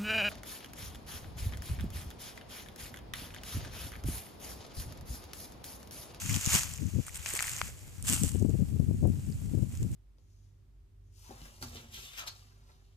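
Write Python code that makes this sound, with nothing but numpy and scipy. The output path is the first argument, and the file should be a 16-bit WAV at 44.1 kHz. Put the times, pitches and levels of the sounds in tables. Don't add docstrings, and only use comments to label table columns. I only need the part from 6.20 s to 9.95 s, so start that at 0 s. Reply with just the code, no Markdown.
import sys
import numpy as np
from scipy import signal
from scipy.fft import rfft, irfft
from scipy.io import wavfile
from scipy.ndimage import uniform_filter1d

SR = 44100
rng = np.random.default_rng(int(sys.argv[2]) if len(sys.argv) > 2 else 0)


def transcribe(signal):
    frames = np.atleast_2d(signal).T
    limited = np.clip(frames, -1, 1)
    pcm = np.round(limited * 32767).astype(np.int16)
    wavfile.write(sys.argv[1], SR, pcm)


def ratio(d):
    e = np.asarray(d, float) / 20
    return 10 ** e


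N = 165375
T = np.arange(N) / SR


def unit(x):
    return x / np.sqrt(np.mean(x ** 2) + 1e-20)


def at_hz(points, hz):
    p = np.array(points)
    return np.interp(np.log(np.maximum(hz, 1)), np.log(p[:, 0]), p[:, 1])


def colour(x, points):
    gain = ratio(at_hz(points, np.fft.rfftfreq(N, 1 / SR)))
    return irfft(rfft(x) * unit(gain), N)


def resonance(x, hz, width_hz):
    r = np.exp(-np.pi * width_hz / SR)
    poles = [1, -2 * r * np.cos(2 * np.pi * hz / SR), r * r]
    return signal.lfilter([(1 - r * r) / 2, 0, (r * r - 1) / 2], poles, x)


def drift(rate_hz):
    hop = 40
    r = np.exp(-2 * np.pi * rate_hz * hop / SR)
    white = rng.standard_normal(N // hop + 1002)
    slow = signal.lfilter([1], [1, -2 * r, r * r], white)[1000:]
    return np.interp(np.arange(N) / hop, np.arange(len(slow)), unit(slow))


def grains(per_s, spread_db, hiss_db):
    grain_s = 0.0006
    sizes = ratio(spread_db * np.minimum(rng.exponential(1, N), 3))
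    hits = sizes * (rng.random(N) < per_s / SR)
    bursts = unit(signal.lfilter([1], [1, -np.exp(-1 / (grain_s * SR))], hits + 1e-18))
    return unit(np.hypot(bursts, ratio(hiss_db)))


# (frequency [Hz], likeness [0-1])
PORT_LIKENESS = [(600, 1), (2500, 0.26), (7000, 0.71), (14000, 0.37)]
# (frequency [Hz], left minus right [dB])
PORT_BALANCE_DB = [(700, 6.5), (2400, 3.5), (4400, 1.5), (8100, -1), (15000, -6.5)]
# (frequency [Hz], phase [rad])
PORT_LEAD_RAD = [(600, 0.054), (2000, 1.35), (3500, 2.3), (4600, 0.26), (8000, .05)]


def ports(mid, side):
    hz = np.fft.rfftfreq(N, 1 / SR)
    alike = np.clip(at_hz(PORT_LIKENESS, hz), 0, 1)
    shared = np.sqrt((1 + alike) / 2) * rfft(mid)
    unlike = np.sqrt((1 - alike) / 2) * rfft(side)
    tilt = ratio(at_hz(PORT_BALANCE_DB, hz) / 2) * np.exp(.5j * at_hz(PORT_LEAD_RAD, hz))
    return irfft(np.array([(shared + unlike) * tilt, (shared - unlike) / tilt]), N)


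# (frequency [Hz], level [dB per Hz])
STEM_SPECTRUM = [(220, -38), (550, -11.5), (900, -5.5), (1300, -2.5), (2400, -5), (3300, -3.5), (3800, -6),
                 (5000, -8.5)]
# (frequency [Hz], level [dB per Hz])
LEAF_SPECTRUM = [(2500, -9), (3900, -5), (5000, -4), (9000, -4.5), (11800, -7), (14200, -0.5), (15200, 4.5)]


def crush(pressure, stems_db, stem_hz, leaf_hz, per_s, spread_db):
    hiss_db = 0.5
    leaf = colour(rng.standard_normal((2, N)) * grains(per_s, spread_db, hiss_db), LEAF_SPECTRUM)
    leaf = unit(leaf + ratio(18.5) * resonance(leaf, leaf_hz, width_hz=1700))
    stem = colour(rng.standard_normal((2, N)) * grains(per_s * .8, 0.64 * spread_db, hiss_db), STEM_SPECTRUM)
    stem = unit(stem + ratio(3) * resonance(stem, stem_hz, width_hz=800))
    return pressure * ratio(drift(27)) * (leaf + ratio(stems_db - 1.5) * stem)


# (time [s], level [dB])
SOLE_PRESSURE = [
    [(0, -41.5), (.16, -38), (.2, -39.5), (.29, -34.5), (.345, -25), (.42, -35), (.49, -45.5), (.66, -54.5),
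     (.98, -52)],
    [(.98, -52.5), (1.055, -45.5), (1.065, -39), (1.16, -38.5), (1.18, -39.5), (1.23, -37.5), (1.48, -46),
     (1.53, -57), (1.84, -60)],
    [(1.84, -43), (1.866, -44), (1.874, -28.5), (1.89, -30.5), (1.945, -30), (1.965, -36), (2.02, -39.5),
     (2.07, -41.5), (2.3, -62.5)],
    [(2.3, -57), (2.6, -63), (3.12, -58), (3.47, -61), (3.54, -53.5), (3.6, -58), (3.7, -60.5), (3.75, -55)],
]
# (stem crunch level [dB], stem pitch [Hz], leaf crackle pitch [Hz],
# grain rate [1/s], grain spread [dB])
LITTER_KINDS = [
    (-2.5, 2500, 6870, 1500, 1),
    (-1.5, 2280, 7230, 900, 3),
    (-6, 2780, 7820, 670, -5.5),
    (-3.5, 2470, 7550, 800, -3.5),
]
# (time [s], peak level [dB], length [s])
BOOT_BRUSHES = [
    (0.865, -44.5, 0.036),
    (0.944, -44, 0.04),
    (1.848, -48, 0.03),
]


def footfalls():
    crushed = 0
    for rows, kind in zip(SOLE_PRESSURE, LITTER_KINDS):
        s, db = np.transpose(rows)
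        pressure = ratio(np.interp(T, s, db, left=-120, right=-120))
        crushed = crushed + crush(pressure, *kind)
    touch, fade_s = 0, 0.012
    for s, db, length in BOOT_BRUSHES:
        touch = touch + ratio(db) * (T > s) * np.clip((s + length - T) / fade_s, 0, 1)
    brushed = crush(touch, stems_db=-4.0, stem_hz=2000, leaf_hz=8200, per_s=400, spread_db=5.0)
    return ports(*(crushed + brushed))


def snaps(rows, cycles, crack, pan_db):
    rise_s, tail_s, size = 0.00045, 0.0016, 1024
    out, t = np.zeros((2, N + size)), np.arange(size) / SR
    pan = pan_db * np.array([[.5], [-.5]])
    for (s, db, hz), noise in zip(rows, rng.standard_normal((len(rows), 2, size))):
        ring = 2.8 * np.sin(2 * np.pi * hz * t) * np.exp(-3 * t * hz / cycles) * (1 - np.exp(-t / rise_s))
        splinters = 0.43 * noise[0] + .5 * noise[1] * np.array([[1], [-1]])
        puff = ratio(-5) * splinters * np.exp(-t / tail_s)
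        puff = 2.5 * resonance(puff, hz, hz * .4) + crack * puff
        i = int(s * SR)
        out[:, i:i + size] += ratio(db - 1.5 + pan) * (ring + puff)
    return signal.sosfilt(signal.butter(2, 322, "high", fs=SR, output="sos"), out[:, :N])


# (time [s], peak level [dB], pitch [Hz])
RIB_SNAPS = [(.0189, -29, 6160), (.2461, -19, 6850), (.3045, -20.5, 7140), (.351, -10, 7150),
             (.3717, -26, 7340), (.5372, -26, 7600), (.6669, -37.5, 6840), (.867, -34, 9200),
             (.882, -31, 7100), (.946, -32, 6660), (.957, -28, 7430), (1.1029, -23, 8200),
             (1.167, -22.5, 8400), (1.206, -20.5, 7200), (1.2245, -16, 8570), (1.27, -24, 8900),
             (1.334, -23.5, 7000), (1.365, -23, 6640), (1.373, -31, 6500), (1.8255, -26, 8900),
             (1.881, -19, 7640), (1.9262, -16.5, 8050), (2.0346, -13.5, 7940), (2.2943, -35, 7260),
             (2.873, -37.5, 10100), (3.1243, -43, 4860), (3.4915, -46, 8900), (3.6293, -33, 7000),
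             (3.7172, -39, 9000)]


def leaf_ribs():
    return snaps(RIB_SNAPS, cycles=12.3, crack=0.38, pan_db=-1)


# (time [s], peak level [dB], pitch [Hz])
TWIG_SNAPS = [(.8815, -33.5, 1320), (1.0605, -18, 2170), (1.065, -26, 2580), (1.14, -36.5, 373),
              (1.1915, -16.5, 1970), (1.206, -22, 1570), (1.242, -22, 2020), (1.281, -23.5, 2000),
              (1.4153, -17, 1350), (1.4153, -14.5, 2040), (1.4154, -22.5, 3200), (1.488, -47, 505)]


def twigs():
    return snaps(TWIG_SNAPS, cycles=2.6, crack=0.26, pan_db=6)


# (time [s], peak level [dB], pitch [Hz])
CELL_TICKS = [(0.0606, -23.5, 6630), (0.0946, -29, 6460), (0.1001, -36, 6890), (0.109, -32, 6120),
              (0.1276, -23, 6850), (0.1429, -21, 7020), (0.1509, -25, 5860), (0.1621, -18, 6400),
              (0.2124, -22, 7200), (0.2552, -21, 6930), (0.2618, -15, 6900), (0.2718, -30, 6760),
              (0.2791, -27, 6800), (0.4287, -34, 7020), (0.4335, -21, 6500), (0.5606, -35, 6630),
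              (0.5768, -33.5, 7110), (1.0606, -24.5, 6300), (1.1363, -21, 7900), (1.1523, -20.5, 8200),
              (1.1922, -25, 4520), (1.1992, -29, 6850), (1.2883, -28, 8740), (1.2942, -21.5, 7060),
              (1.3467, -40, 7620), (1.4153, -33, 6900), (1.8703, -25, 8440), (1.8903, -17, 7540),
              (1.8984, -13, 7800), (1.9335, -16.5, 7540), (1.9403, -23, 7850), (1.964, -22, 7620),
              (2.0253, -36, 7410), (2.0462, -24, 7540), (2.0508, -29, 7110), (2.0619, -29, 6840),
              (2.0786, -30, 7800), (2.0907, -27.5, 8200), (2.1171, -31, 7450), (2.1904, -40.5, 6460),
              (2.1963, -37, 6630), (2.2245, -37, 6700), (3.5521, -39, 6890), (3.5737, -38, 6700)]


def leaf_cells():
    return snaps(CELL_TICKS, cycles=10.2, crack=1, pan_db=-1)


# (time [s], peak level [dB], pitch [Hz])
BUCKLING_STEMS = [(0.0198, -40, 1460), (0.095, -32, 2240), (0.1003, -32, 2330), (0.1092, -28, 2410),
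                  (0.1428, -23.5, 3030), (0.1624, -27.5, 2410), (0.2483, -27, 3100), (0.2675, -29, 2900),
                  (0.3518, -18, 2930), (0.5846, -37.5, 2340), (0.8942, -36.5, 2170), (1.1081, -32.5, 1790),
                  (1.199, -23, 2280), (1.2256, -33, 1470), (1.3347, -32, 2800), (2.0354, -32, 3010)]


def stem_knocks():
    return snaps(BUCKLING_STEMS, cycles=4.1, crack=0.21, pan_db=5.8)


# (frequency [Hz], level [dB per Hz])
WIND_SPECTRUM = [(22, -37), (45, -16.5), (85, -2.5), (160, -6.5), (270, -12.5), (400, -31.5), (700, -51),
                 (1200, -45)]


def wind(gusts, breeze_db):
    reference_db, brighten_per_octave, steepen_s, port_top = -18.5, 0.36, 0.003, 0.22
    power = ratio(2 * breeze_db)
    for s, db, length in gusts:
        power = power + ratio(2 * db) * np.exp(-.5 * ((T - s) / (0.4 * length)) ** 2)
    eddies_db = 4.5 * np.tanh(drift(20.4))
    force_db = 10 * np.log10(power) - reference_db + eddies_db
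    out, white = 0, rng.standard_normal((2, N))
    edges = 18 * 2 ** np.arange(0, 6.6, .5)
    for k, (low, high) in enumerate(zip(edges, edges[1:])):
        band = signal.sosfilt(signal.butter(3, [low, high], "band", fs=SR, output="sos"), white[k % 2])
        hz = np.sqrt(low * high)
        brighter_db = force_db * brighten_per_octave * np.log2(hz / 110)
        out = out + band * ratio(at_hz(WIND_SPECTRUM, hz) + brighter_db)
    level = np.sqrt(uniform_filter1d(out ** 2, size=1800) + 1e-20)
    out = out / level * ratio(force_db + reference_db - 2.0)
    out = port_top * np.tanh(out / port_top)
    steep = np.interp(T - steepen_s * out, T, out)
    return signal.sosfilt(signal.butter(4, 750, fs=SR, output="sos"), steep)


# (time [s], peak level [dB], width [s])
LEFT_SLAPS = [(0.134, -30, 0.0016), (2.019, -18.5, 0.0014), (2.052, -26.5, 0.0021), (2.226, -13, 0.00098),
              (2.249, -13, 0.00091), (2.263, -13, 0.002), (2.294, -16.5, 0.00094), (2.347, -21.5, 0.001),
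              (2.423, -13.5, 0.0014), (2.6009, -9, .0015), (2.69, -20, 0.0014), (2.84, -20.5, 0.00086),
              (2.901, -14, 0.0013), (3.351, -17, 0.0012), (3.429, -29, 0.0012)]


def slaps():
    out = 0
    for s, db, width in LEFT_SLAPS:
        u = ((T - s) / width) ** 2
        out = out + ratio(db) * (u - 1) * np.exp(-.5 * u)
    return out


# (time [s], level [dB], length [s])
GUSTS_LEFT = [(.07, -32, 0.06), (.149, -24, 0.049), (.274, -22.5, 0.0071), (.347, -25, 0.026),
              (.459, -35, 0.031), (.645, -19.5, 0.05), (.75, -22.5, 0.031), (.795, -17.5, 0.02),
              (1.0, -40, 0.029), (1.398, -42, 0.2), (1.802, -43, 0.18), (1.914, -21.5, 0.032),
              (2.04, -22, 0.032), (2.153, -17, 0.012), (2.215, -21, 0.047), (2.255, -15, 0.012),
              (2.345, -20.5, 0.032), (2.295, -20, 0.065), (2.415, -16.5, 0.032), (2.59, -29, 0.075),
              (2.698, -16.5, 0.028), (2.85, -17, 0.04), (2.9, -28, 0.12), (3.09, -30, 0.044),
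              (3.23, -33, 0.16), (3.364, -20, 0.05), (3.43, -20.5, 0.018), (3.645, -23, 0.035)]
# (time [s], level [dB], length [s])
GUSTS_RIGHT = [(.1, -32.5, 0.028), (.28, -37, 0.035), (.761, -28.5, 0.01), (1.45, -46.5, 0.11),
               (1.84, -41, 0.05), (2.435, -39, 0.039), (2.827, -32, 0.1), (3.155, -28.5, 0.036),
               (3.34, -44, 0.028), (3.59, -29.5, 0.1), (3.708, -28, 0.032)]
# (time [s], left level [dB], right level [dB])
STEADY_BREEZE = [
    (0, -39, -53),
    (.75, -42.5, -54),
    (.9, -45, -53.5),
    (1.75, -46.5, -48),
    (1.952, -33, -44.5),
    (2.301, -30.5, -42),
    (2.9, -26, -35),
    (3.05, -38, -37.5),
    (3.75, -35.5, -48),
]


def breeze():
    s, left_db, right_db = np.transpose(STEADY_BREEZE)
    left = wind(GUSTS_LEFT, np.interp(T, s, left_db)) + slaps()
    right = wind(GUSTS_RIGHT, np.interp(T, s, right_db))
    travel = 0.36
    return travel * np.tanh(np.array([left, right]) / travel)


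# (frequency [Hz], level [dB per Hz])
FAR_SPECTRUM = [(240, -4.5), (400, -6), (652, -10), (1240, -20), (4270, -20), (7510, -18.5), (13800, -19.5),
                (14700, -33), (15400, -61)]


def far_rustle():
    hiss = colour(rng.standard_normal((2, N)), FAR_SPECTRUM)
    sway_db = .5 * drift(8.7) + 1.0 * drift(25)
    sides_db = np.array([[-1.5], [1.5]])
    white = rng.standard_normal((2, N))
    ticks = colour(white * grains(per_s=60, spread_db=3.5, hiss_db=-30), FAR_SPECTRUM)
    return hiss * ratio(-59 + sway_db + sides_db) + ratio(-68) * ports(*ticks)


def scene():
    air = breeze()
    litter = footfalls() + leaf_ribs() + twigs() + leaf_cells() + stem_knocks()
    return litter + air + far_rustle()


def roll_off(x):
    return signal.sosfilt(signal.butter(12, 15830, fs=SR, output="sos"), x)


def record(dry):
    notched = dry - 0.15 * resonance(dry, 3756, width_hz=330)
    clipped = np.clip(notched, -.295, .295)
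    mix = signal.sosfilt(signal.cheby2(12, 40, 14990, fs=SR, output="sos"), clipped)
    return roll_off(mix)


dry = scene()
out = record(dry)
transcribe(out)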